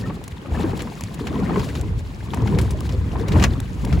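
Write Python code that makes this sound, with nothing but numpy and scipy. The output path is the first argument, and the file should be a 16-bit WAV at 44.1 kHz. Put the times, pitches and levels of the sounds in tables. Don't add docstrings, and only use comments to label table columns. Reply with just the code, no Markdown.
import sys
import numpy as np
from scipy.fft import rfft, irfft, next_fast_len
from scipy.io import wavfile
from scipy.ndimage import map_coordinates

SR = 44100
rng = np.random.default_rng(int(sys.argv[2]) if len(sys.argv) > 2 else 0)


def generate_wav(signal):
    frames = np.transpose(np.atleast_2d(signal))
    scaled = np.clip(frames, -1, 1) * 32767
    pcm = np.round(scaled).astype(np.int16)
    wavfile.write(sys.argv[1], SR, pcm)


N = 176400

# (time [s], level [dB])
ROCKING = [(0, -30.5), (.15, -30.5), (.46, -45), (.53, -28), (.66, -25), (.97, -38), (1.17, -37.5),
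           (1.25, -29.5), (1.6, -28), (1.72, -27.5), (1.93, -21.5), (2.14, -33), (2.56, -18), (2.68, -19),
           (2.8, -26.5), (3.02, -22.5), (3.28, -22), (3.38, -16.5), (3.52, -19.5), (3.7, -28), (3.95, -16)]
# (time [s], level [dB], pitch [Hz])
THUMPS = [(0.324, -21.5, 77), (0.517, -10.5, 78), (1.034, -21, 106), (1.595, -13.5, 139),
          (1.804, -14.5, 100), (2.421, -9.5, 115), (2.544, -7.5, 79), (2.978, -9.5, 89),
          (3.348, -5.5, 74.5), (3.365, -6.5, 123), (3.473, -10.5, 62.5), (3.584, -14, 103),
          (3.943, -12.5, 64)]
# (crest time [s], 20 dB rise [s], 20 dB fall [s], slosh [dB], gurgle [dB])
SURGES = [(0.08, 1.5, 0.27, -27.5, -44.5), (0.622, 0.23, 0.36, -21, -32.5), (1.395, 0.34, .5, -24, -38.5),
          (1.579, 0.5, 0.16, -20, -32), (1.759, 0.07, 0.45, -27, -43), (2.411, 0.2, 0.5, -25, -39.5),
          (2.55, 0.28, 0.3, -21.5, -36), (2.9, 0.97, 0.55, -30.5, -44), (3.19, 0.28, 0.44, -25, -37),
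          (3.363, 0.12, 0.2648, -16.5, -28), (3.93, 0.33, 0.5, -23.5, -38)]
# (time [s], level [dB])
BUMPS = [(0.728, -22.5), (0.817, -26), (1.206, -21.5), (1.388, -19), (1.687, -27.5), (2.529, -19),
         (2.562, -18.5), (2.936, -25.5)]
# (pitch [Hz], relative level [dB])
HULL_MODES = [(243, -4.5), (304, -3), (395, -5.5), (470, -6.5)]
# (time [s], level [dB], starting pitch [Hz])
PLIPS = [(0.039, -32, 1806), (0.057, -33.5, 1293), (0.548, -33, 1735), (0.641, -13, 312),
         (1.351, -15.5, 256), (1.573, -13, 409), (2.745, -28.5, 610), (2.932, -25, 502), (3.208, -17, 445),
         (3.579, -19.5, 250)]
# (time [s], relative level [dB], starting pitch [Hz])
SLAPS = [(0.099, -25.5, 1104), (0.457, -34.5, 1220), (0.544, -24, 796), (0.581, -32, 729),
         (0.872, -26.5, 970), (1.192, -28.5, 883), (1.355, -33, 727), (1.492, -22.5, 1220),
         (1.559, -19, 1006), (2.334, -21.5, 896), (2.372, -25.5, 935), (3.156, -25.5, 980),
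         (3.355, -21.5, 850)]
# (time [s], relative level [dB])
SPRAY = [(0, -47.5), (0.15, -55), (0.48, -53.5), (0.61, -43), (0.8, -50), (0.9, -48), (1.18, -49.5),
         (1.4, -48.5), (1.62, -43), (1.79, -45.5), (1.86, -54.5), (2.28, -49.5), (2.58, -45), (2.76, -51),
         (3.08, -54), (3.14, -43.5), (3.26, -51), (3.42, -36.5), (3.52, -47), (3.72, -53.5), (3.94, -45)]
# (time [s], relative level [dB])
KNOCKS = [(0.7918, -24.5), (0.804, -25), (1.2694, -20.5), (1.594, -23), (1.6873, -27.5), (1.7516, -25.5),
          (2.335, -25), (2.4725, -25), (2.586, -18.5), (2.891, -26.5), (3.2826, -24.5), (3.319, -21),
          (3.397, -20), (3.4241, -14.5), (3.926, -22.5)]
# (time [s], level [dB], t60 [s])
TICKS = [(0.2394, -35.5, 0.037), (0.2793, -32.5, 0.025), (0.775, -33.5, 0.018), (0.82, -29, 0.027),
         (1.009, -22.5, 0.012), (1.0375, -22.5, 0.0079), (1.143, -33, 0.036), (1.812, -29.5, 0.02),
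         (2.345, -29, 0.022), (2.587, -28, 0.043), (2.613, -32, 0.085), (2.707, -31, 0.061),
         (2.806, -26.5, 0.013), (3.283, -30.5, 0.027), (3.6022, -25, 0.013), (3.8495, -24.5, 0.018)]
# (time [s], level [dB])
CLACKS = [(3.439, -16), (3.4421, -21)]
# (pitch [Hz], relative level [dB], t60 [s])
JOINT_MODES = [(1125, -9, 0.078), (1670, -7, 0.063), (2004, -3.5, 0.061), (2496, -1, 0.029),
               (3010, -2, 0.027), (4260, -3.5, 0.023), (6160, -1, 0.012), (7130, 4, 0.012)]

# (frequency [Hz], relative level [dB])
BOOM_SPECTRUM = [(20, -26), (35, -21), (52, -3.5), (80, 0.5), (128, -1.5), (170, -11.5), (600, -87)]
# (frequency [Hz], relative level [dB])
SLOSH_SPECTRUM = [(70, -4.5), (200, -1), (310, -5), (450, -7), (620, -21), (1200, -30), (3000, -78)]
# (frequency [Hz], relative level [dB])
GURGLE_SPECTRUM = [(250, -23), (520, -3.5), (750, -2.5), (1050, 1), (1400, -7.5), (1800, -9.5),
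                   (2600, -14.5), (6000, -47)]
# (frequency [Hz], relative level [dB])
FIZZ_SPECTRUM = [(700, -31), (1600, -3.5), (2500, -2), (4200, -2.5), (6000, -7.5), (8000, -4.5),
                 (11000, -10.5), (13000, -15.5), (15500, -12.5)]
# (frequency [Hz], relative level [dB])
KNOCK_SPECTRUM = [(500, 3.5), (1500, 2), (2400, 2.5), (3300, -2.5), (7500, -12), (10000, -18.5),
                  (15500, -22)]
# (frequency [Hz], relative level [dB])
TICK_SPECTRUM = [(1000, 1.5), (4800, -1.5), (6500, -2), (8100, 4), (10500, -2.5), (13000, -9.5),
                 (15500, -7)]
# (frequency [Hz], relative level [dB])
BREEZE_SPECTRUM = [(25, -27), (80, -2), (250, -3), (1100, -6.5), (2500, -8), (15000, -38)]

THUMP_RISE_S, THUMP_T60_S = 0.00064, 0.13
CALM_SLOSH_DB, CALM_GURGLE_DB = -41.5, -52
DRIP_DB = -14.5
HULL_RISE_S, HULL_T60_S = 0.0012, 0.13
PLIP_RISE_S, PLIP_T60_S, PLIP_GLIDE_PER_S = 0.00064, 0.095, 0.95
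SLAP_RISE_S, SLAP_T60_S, SLAP_GLIDE_PER_S = 0.0007, 0.056, 4.3
KNOCK_T60_S, CRACK_T60_S = 0.059, 0.058
BOOM_GAIN_DB, SLAP_GAIN_DB, FIZZ_GAIN_DB, KNOCK_GAIN_DB = -0.5, -2.5, 0.5, -4.5
BREEZE_GAIN_DB = -53
PORT_KNEE_HZ, PORT_LAG_S, PORT_TILT_DB = 6700, 0.000227, 3.5
LOW_CUT_HZ, TOP_HZ = 25.6, 15900


def floats():
    rings = bubbles(42.6, 266, cycles=9.3, glide=0, spread_db=1.0, count=3400)
    boom = on_noise_bed(rings, BOOM_SPECTRUM, noise_db=-3.5) * amp(curve(ROCKING) + BOOM_GAIN_DB)
    t = np.arange(SR // 4) / SR
    for s, db, hz in THUMPS:
        add(boom[0], s, struck(t, db, THUMP_RISE_S, THUMP_T60_S) * np.sin(2 * np.pi * hz * t))
    return placed(boom, left_db=0.5, side_db=-13)


def surges():
    t = np.arange(N) / SR
    slosh_power, gurgle_power = amp(CALM_SLOSH_DB) ** 2, amp(CALM_GURGLE_DB) ** 2
    for crest, rise, fall, slosh_db, gurgle_db in SURGES:
        swell_db = -20 * np.maximum((crest - t) / rise, (t - crest) / fall)
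        slosh_power += amp(slosh_db + swell_db) ** 2
        gurgle_power += amp(gurgle_db + swell_db) ** 2
    pockets = bubbles(131.8, 720, cycles=12.5, glide=0.12, spread_db=2.0, count=3000)
    slosh = on_noise_bed(pockets, SLOSH_SPECTRUM, noise_db=-7.5)
    small_bubbles = bubbles(452, 3160, cycles=20, glide=0.12, spread_db=5.0, count=3800)
    gurgle = on_noise_bed(small_bubbles, GURGLE_SPECTRUM, noise_db=-6.5)
    drips = amp(DRIP_DB) * bubbles(1404, 4360, cycles=60, glide=0.072, spread_db=4.5, count=900)
    return (placed(slosh * np.sqrt(slosh_power), left_db=1.3, side_db=-12)
            + placed((gurgle + drips) * np.sqrt(gurgle_power), left_db=4, side_db=-5))


def bumps():
    hull, t = np.zeros(N), np.arange(SR // 4) / SR
    for s, db in BUMPS:
        fade = struck(t, db, HULL_RISE_S, HULL_T60_S)
        for hz, mode_db in HULL_MODES:
            pitch = hz * (1 + 0.027 * rng.standard_normal())
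            gain = amp(mode_db + rng.normal(0, 1))
            add(hull, s, fade * gain * np.sin(2 * np.pi * (pitch * t + rng.random())))
    return hull * amp([[1], [-1]])


def plips():
    rings, t = np.zeros(N), np.arange(SR // 8) / SR
    for s, db, hz in PLIPS:
        add(rings, s, struck(t, db, PLIP_RISE_S, PLIP_T60_S) * rising_sine(t, hz, PLIP_GLIDE_PER_S))
    return rings * amp([[1], [-1]])


def slaps():
    rings, envelope, t = np.zeros((2, N)), np.zeros(N), np.arange(SR // 10) / SR
    for s, db, hz in SLAPS:
        fade = struck(t, db + SLAP_GAIN_DB, SLAP_RISE_S, SLAP_T60_S)
        add(rings[0], s, fade * rising_sine(t, hz, SLAP_GLIDE_PER_S))
        add(envelope, s, fade)
    splash = amp(-2.5) * envelope * noise(GURGLE_SPECTRUM)
    return placed(rings + splash, left_db=2.5, side_db=-6)


def fizz():
    pops = bubbles(1310, 22100, cycles=15, glide=0, spread_db=5.0, count=2600)
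    spray = on_noise_bed(pops, FIZZ_SPECTRUM, noise_db=1.3)
    level_db = curve(SPRAY) + FIZZ_GAIN_DB + 3.3 * wobble(knots_per_s=45)
    return placed(spray * amp(level_db), left_db=4, side_db=-30)


def fittings():
    contacts = [(s, db + KNOCK_GAIN_DB, KNOCK_T60_S) for s, db in KNOCKS]
    knocks = bursts(contacts, KNOCK_SPECTRUM, rise_s=0.00065)
    ticks = bursts(TICKS, TICK_SPECTRUM, rise_s=0.000058)
    return placed(knocks, left_db=2.5, side_db=-5.5) + placed(ticks, left_db=3.5, side_db=-14.5)


def clack():
    crack = bursts([(s, db, CRACK_T60_S) for s, db in CLACKS], KNOCK_SPECTRUM, rise_s=0.00018)
    ring, t = np.zeros((2, N)), np.arange(SR // 10) / SR
    for s, db in CLACKS:
        for hz, mode_db, t60 in JOINT_MODES:
            fade = amp(db + mode_db + rng.normal(0, 1) - 60 * t / t60)
            add(ring[0], s, fade * np.sin(2 * np.pi * (hz * t + rng.random())))
    return placed(crack + ring, left_db=2, side_db=-5.5)


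def breeze():
    return placed(noise(BREEZE_SPECTRUM) * amp(BREEZE_GAIN_DB), left_db=-1, side_db=3.5)


def bubbles(lo_hz, hi_hz, cycles, glide, spread_db, count):
    pitch_draw, size_draw, time_draw = np.hsplit(rng.random((count, 4)), 4)[:3]
    hz = lo_hz * (hi_hz / lo_hz) ** pitch_draw
    n = np.arange(min(int(cycles * SR / lo_hz), SR // 8))
    age = hz * n / SR / cycles
    size = amp(-spread_db * np.log(1 - 0.97 * size_draw))
    fade = size * amp(-60 * age) * (1 - np.exp(-2 * age * cycles))
    rings = fade * rising_sine(age, cycles, glide)
    at = ((time_draw * 2 * N).astype(int) + n) % (2 * N)
    return unit(np.bincount(at.ravel(), rings.ravel(), 2 * N).reshape(2, N))


def on_noise_bed(grains, spectrum, noise_db):
    return unit(coloured(grains, spectrum) + amp(noise_db) * noise(spectrum))


def bursts(contacts, spectrum, rise_s):
    envelope, t = np.zeros(N), np.arange(SR // 10) / SR
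    for s, db, t60 in contacts:
        add(envelope, s, struck(t, db, rise_s, t60))
    return envelope * noise(spectrum)


def struck(t, db, rise_s, t60_s):
    return amp(db - 60 * t / t60_s) * (1 - np.exp(-t / rise_s))


def rising_sine(t, pitch, glide):
    return np.sin(2 * np.pi * pitch * t * (1 + glide * t / 2))


def placed(pair, left_db, side_db):
    direct, side = pair[0], amp(side_db) * pair[1]
    return np.array([direct + side, direct - side]) * amp([[left_db / 2], [-left_db / 2]])


def noise(spectrum):
    return coloured(rng.standard_normal((2, N)), spectrum)


def coloured(x, spectrum):
    points_hz, db = np.transpose(spectrum)
    return unit(filtered(x, lambda hz: amp(np.interp(np.log(hz + 1), np.log(points_hz), db))))


def filtered(x, response):
    size = next_fast_len(N + SR // 2)
    return irfft(rfft(x, size) * response(np.fft.rfftfreq(size, 1 / SR)), size)[..., :N]


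def curve(points):
    return np.interp(np.arange(N) / SR, *np.transpose(points))


def wobble(knots_per_s):
    return map_coordinates(rng.standard_normal(2000), [np.arange(N) * knots_per_s / SR], mode="wrap")


def add(track, s, sound):
    part = track[int(s * SR):][:len(sound)]
    part += sound[:len(part)]


def amp(db):
    return 10 ** (np.asarray(db) / 20)


def unit(x):
    return x / np.sqrt(np.mean(x ** 2) + 1e-20)


def scene():
    return floats() + surges() + fizz() + plips() + bumps() + slaps() + fittings() + clack() + breeze()


def record(dry):
    def response(hz):
        sides = np.array([[1], [-1]])
        phase = np.pi * PORT_LAG_S * np.maximum(hz - PORT_KNEE_HZ, 0)
        tilt_db = -PORT_TILT_DB / 2 * np.minimum(phase, 1)
        ports = np.exp(1j * phase * sides) * amp(tilt_db * sides)
        low_cut = hz ** 2 / (hz ** 2 - LOW_CUT_HZ ** 2 - 1j * np.sqrt(2) * hz * LOW_CUT_HZ)
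        return low_cut ** 2 * ports * (hz < TOP_HZ)
    return filtered(dry, response)


dry = scene()
out = record(dry)
generate_wav(out)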